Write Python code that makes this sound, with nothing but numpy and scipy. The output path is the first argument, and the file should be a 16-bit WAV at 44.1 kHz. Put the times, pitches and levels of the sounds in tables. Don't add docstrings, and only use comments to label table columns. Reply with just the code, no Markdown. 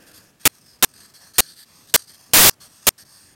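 import sys
import numpy as np
from scipy import signal
from scipy.fft import rfft, irfft
from scipy.io import wavfile
from scipy.ndimage import uniform_filter1d

SR = 44100
rng = np.random.default_rng(int(sys.argv[2]) if len(sys.argv) > 2 else 0)


def waveform_to_disk(signal):
    frames = np.transpose(np.atleast_2d(signal))
    scaled = np.clip(frames, -1, 1) * 32767
    samples = np.round(scaled).astype(np.int16)
    wavfile.write(sys.argv[1], SR, samples)


N = 147735


def amp(db):
    return 10 ** (np.asarray(db) / 20)


def unit(x):
    return x / np.sqrt(np.mean(x ** 2) + 1e-20)


def add(mix, start_s, sound):
    part = mix[max(round(start_s * SR), 0):][:len(sound)]
    part += sound[:len(part)]


def coloured(x, colour):
    pitch_hz, level_db = np.transpose(colour)
    bins_hz = np.fft.rfftfreq(N, 1 / SR)
    gain = amp(np.interp(np.log(bins_hz + 1), np.log(pitch_hz), level_db))
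    return unit(irfft(rfft(x) * gain, N))


def wobble(rate_hz):
    ratio = np.fft.rfftfreq(N, 1 / SR) / rate_hz
    shape = ratio ** .5 * np.exp(-ratio ** 2)
    return unit(irfft(rfft(rng.standard_normal(N)) * shape, N))


# [dB per Hz, relative]
LIGHT_TIP_COLOUR = [(300, -36), (600, -9.5), (950, -11.5), (1200, -4), (1430, -11), (1700, -4),
                    (2250, -16.5), (2700, -6), (3050, -18), (3350, -6), (3650, -15.5), (4000, -9.5),
                    (4500, -4), (5050, -1), (5800, -4), (6450, -3.5), (7000, -8), (7450, -13), (8050, -7.5),
                    (8600, 0.5), (9200, -7), (9550, -13), (11000, -12), (11800, -11.5), (12800, -9),
                    (14200, -15), (15800, -25)]
# [dB per Hz, relative]
PRESSED_TIP_COLOUR = [(300, -40.5), (600, -18.5), (950, -23.5), (1200, -15.5), (1720, -5.5), (2200, -15.5),
                      (2700, -18.5), (3130, -8.5), (3670, -8.5), (4400, 1.5), (5580, -7.5), (6450, -8),
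                      (7240, -15), (8100, -7), (8600, -2.5), (9200, -6.5), (9950, -13.5), (10800, -13),
                      (11650, -4), (12700, -11.5), (14300, -21.5), (15800, -27.5)]
FIBRES_PER_S, FIBRE_SPREAD_DB = 5000, 2
RUB_DB = 6


def friction_colours():
    snaps = rng.random(N) < FIBRES_PER_S / SR
    strength = amp(FIBRE_SPREAD_DB * np.minimum(rng.exponential(1, N), 4))
    fibres = rng.standard_normal(N) * strength * snaps
    friction = unit(fibres) + amp(RUB_DB) * rng.standard_normal(N)
    return coloured(friction, LIGHT_TIP_COLOUR), coloured(friction, PRESSED_TIP_COLOUR)


# [dB rms, sign flips the motion]
PENCIL_STROKES = [ (0.000, 0.09, -55, 0, 0, 2.5), (0.062, 0.051, -49.5, .3, .3, 0.5),
                  (0.129, 0.075, -47, .5, 0.4, 1.5), (0.196, 0.12, -54, 0.1, 0, -1),
                  (0.396, 0.071, -48.5, .4, .3, 1.5), (0.453, 0.2, -55.5, 0.47, 0.2, 2.5),
                  (0.639, 0.14, -53.5, 0.3, 0.26, 1.5), (0.783, 0.32, -59, 0.1, 0, 5.5),
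                  (0.936, .14, -48.5, 0.8, 0.55, 1.5), (1.067, 0.066, -54.5, 0.33, 0.1, 2),
                  (1.136, 0.059, -48, .35, 0.47, 1.5), (1.189, 0.14, -49, 0.34, 0.2, 0.5),
                  (1.334, 0.12, -42, 0.52, 0.6, 1), (1.433, 0.12, -45, .5, 1, 1.5),
                  (1.551, 0.1, -45.5, 0.56, 1, -1.5), (1.653, 0.27, -52.5, 0.5, 0.24, 0.5),
                  (1.871, .07, -51.5, 0.05, 0.97, -1.5), (1.959, 0.095, -46, .4, 0.6, 2.5),
                  (2.046, .036, -58.5, .3, .6, 0), (2.07, 0.1, -46.5, 0.24, 0.74, 2),
                  (2.162, 0.24, -52, 0.15, 0, -1.5), (2.473, 0.074, -48, 0, 0.16, 5),
                  (2.6, 0.085, -44.5, 0.3, 0.3, -0.5), (2.677, 0.16, -51.5, 0.52, 0.2, -0.5),
                  (2.817, 0.094, -47, 0.63, 0, -2.5), (2.978, 0.062, -44, 0.13, 0.78, -1.5),
                  (3.048, 0.3, -50, 0.35, 0.06, 0)]
EDGE_S = 0.0031
RISE_DB, FALL_DB = 7.5, 8.5
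CHATTER_HZ = 70


def stroke_drags(t):
    slip = wobble(CHATTER_HZ)
    drags = []
    for start_s, length_s, level_db, crest, pressure, chatter_db in PENCIL_STROKES:
        age = np.clip(t - start_s, 0, length_s)
        crest = np.clip(crest, .05, .95)
        past = age / length_s - crest
        rising_db = RISE_DB * (past / crest) ** 2
        falling_db = FALL_DB * (past / (1 - crest)) ** 2
        slow_db = np.where(past < 0, rising_db, falling_db)
        contact = np.clip(np.minimum(age, length_s - age) / EDGE_S, 0, 1)
        level = contact * amp(level_db - slow_db + chatter_db * slip)
        drags.append((level ** 2, pressure))
    return drags


# start_s [s], level_db [dB at the peak], pressure [0-1]
TIP_CATCHES = [(0.113, -46.5, 0.3), (.176, -43, 0.3), (.937, -50, 0.5), (0.961, -48.5, 0.4),
               (.984, -60, 0.4), (1.002, -46, 0.4), (1.354, -44, 1), (1.896, -43, 1), (1.973, -40.5, 0.9),
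               (1.991, -40.5, 0.8), (2.001, -43, 0.7), (2.018, -42.5, 1), (2.143, -45.5, 0.4)]
CATCH_RISE_S = 0.0029


def catch_drags(t):
    drags = []
    for start_s, level_db, pressure in TIP_CATCHES:
        u = np.clip((t - start_s) / CATCH_RISE_S, 0, 20)
        drags.append(((amp(level_db) * u * np.exp(1 - u)) ** 2, pressure))
    return drags


PLACE_DB, PLACE_WIDTH_HZ, PLACE_HOLD_S = 2.6, 500, .16


def wandering(x):
    hz, t, spectrum = signal.stft(x, SR, nperseg=512)
    field = rng.standard_normal((len(t), len(hz)))
    field = uniform_filter1d(field, round(PLACE_HOLD_S / t[1]), axis=0)
    field = uniform_filter1d(field, round(PLACE_WIDTH_HZ / hz[1]), axis=1)
    moved = spectrum * amp(PLACE_DB * unit(field)).T
    return unit(signal.istft(moved, SR)[1][:N])


def pencil():
    light, pressed = friction_colours()
    t = np.arange(N) / SR
    drags = stroke_drags(t) + catch_drags(t)
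    power = sum(p for p, _ in drags) + 1e-20
    weight = np.clip(sum(p * pressure for p, pressure in drags) / power, 0, 1)
    return np.sqrt(power) * wandering((1 - weight) * light + weight * pressed)


# [dB per Hz, relative]
RUSTLE_COLOUR = [(50, -12.5), (170, -5.5), (300, -0.5), (400, -5.5), (500, 0), (700, -8.5), (1000, -19.5),
                 (1680, -2.5), (2150, -22.5), (2550, -8), (3300, -19.5), (8000, -30.5)]
RUSTLE_DB, RUSTLE_HOLD_S, RUSTLE_FADE_DB_PER_S = -54, 0.14, 67.5


def rustle():
    fade_db = RUSTLE_FADE_DB_PER_S * np.maximum(np.arange(N) / SR - RUSTLE_HOLD_S, 0)
    return amp(RUSTLE_DB - fade_db) * coloured(rng.standard_normal(N), RUSTLE_COLOUR)


# [dB per Hz, relative]
RUMBLE_COLOUR = [(20, -18.5), (55, -9.5), (95, 0), (180, -1.5), (300, -5), (420, -10.5), (900, -15.5),
                 (2500, -22.5), (8000, -40)]
# [dB per Hz, relative]
HISS_COLOUR = [(100, 0), (2000, 0), (9000, -2), (15000, -7)]
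ROOM_DB, HISS_DB = -61, -64.5
WAVER_DB, WAVER_HZ = 2.2, 7


def room():
    level = amp(ROOM_DB + WAVER_DB * wobble(WAVER_HZ))
    rumble = level * coloured(rng.standard_normal(N), RUMBLE_COLOUR)
    return rumble + amp(HISS_DB) * coloured(rng.standard_normal(N), HISS_COLOUR)


# start_s [s], buffers [number of garbled buffers]
STATIC_BURSTS = [(.4539, 1), (.8255, 1), (1.3828, 1), (1.9400, 1), (2.3348, 7), (2.8688, 1)]
BUFFER_SAMPLES = 1024
STATIC_DB = -8


def static():
    out = np.zeros(N)
    for start_s, buffers in STATIC_BURSTS:
        noise = rng.uniform(-1, 1, buffers * BUFFER_SAMPLES)
        add(out, start_s, amp(STATIC_DB) * unit(noise))
    return out


def scene():
    return np.tile(pencil() + rustle() + room(), (2, 1))


CUTOFF_HZ = 16000


def record(dry):
    lowpass = signal.firwin(511, CUTOFF_HZ, window=("kaiser", 9), fs=SR)
    return signal.oaconvolve(dry + static(), lowpass[None], "same", axes=1)


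dry = scene()
out = record(dry)
waveform_to_disk(out)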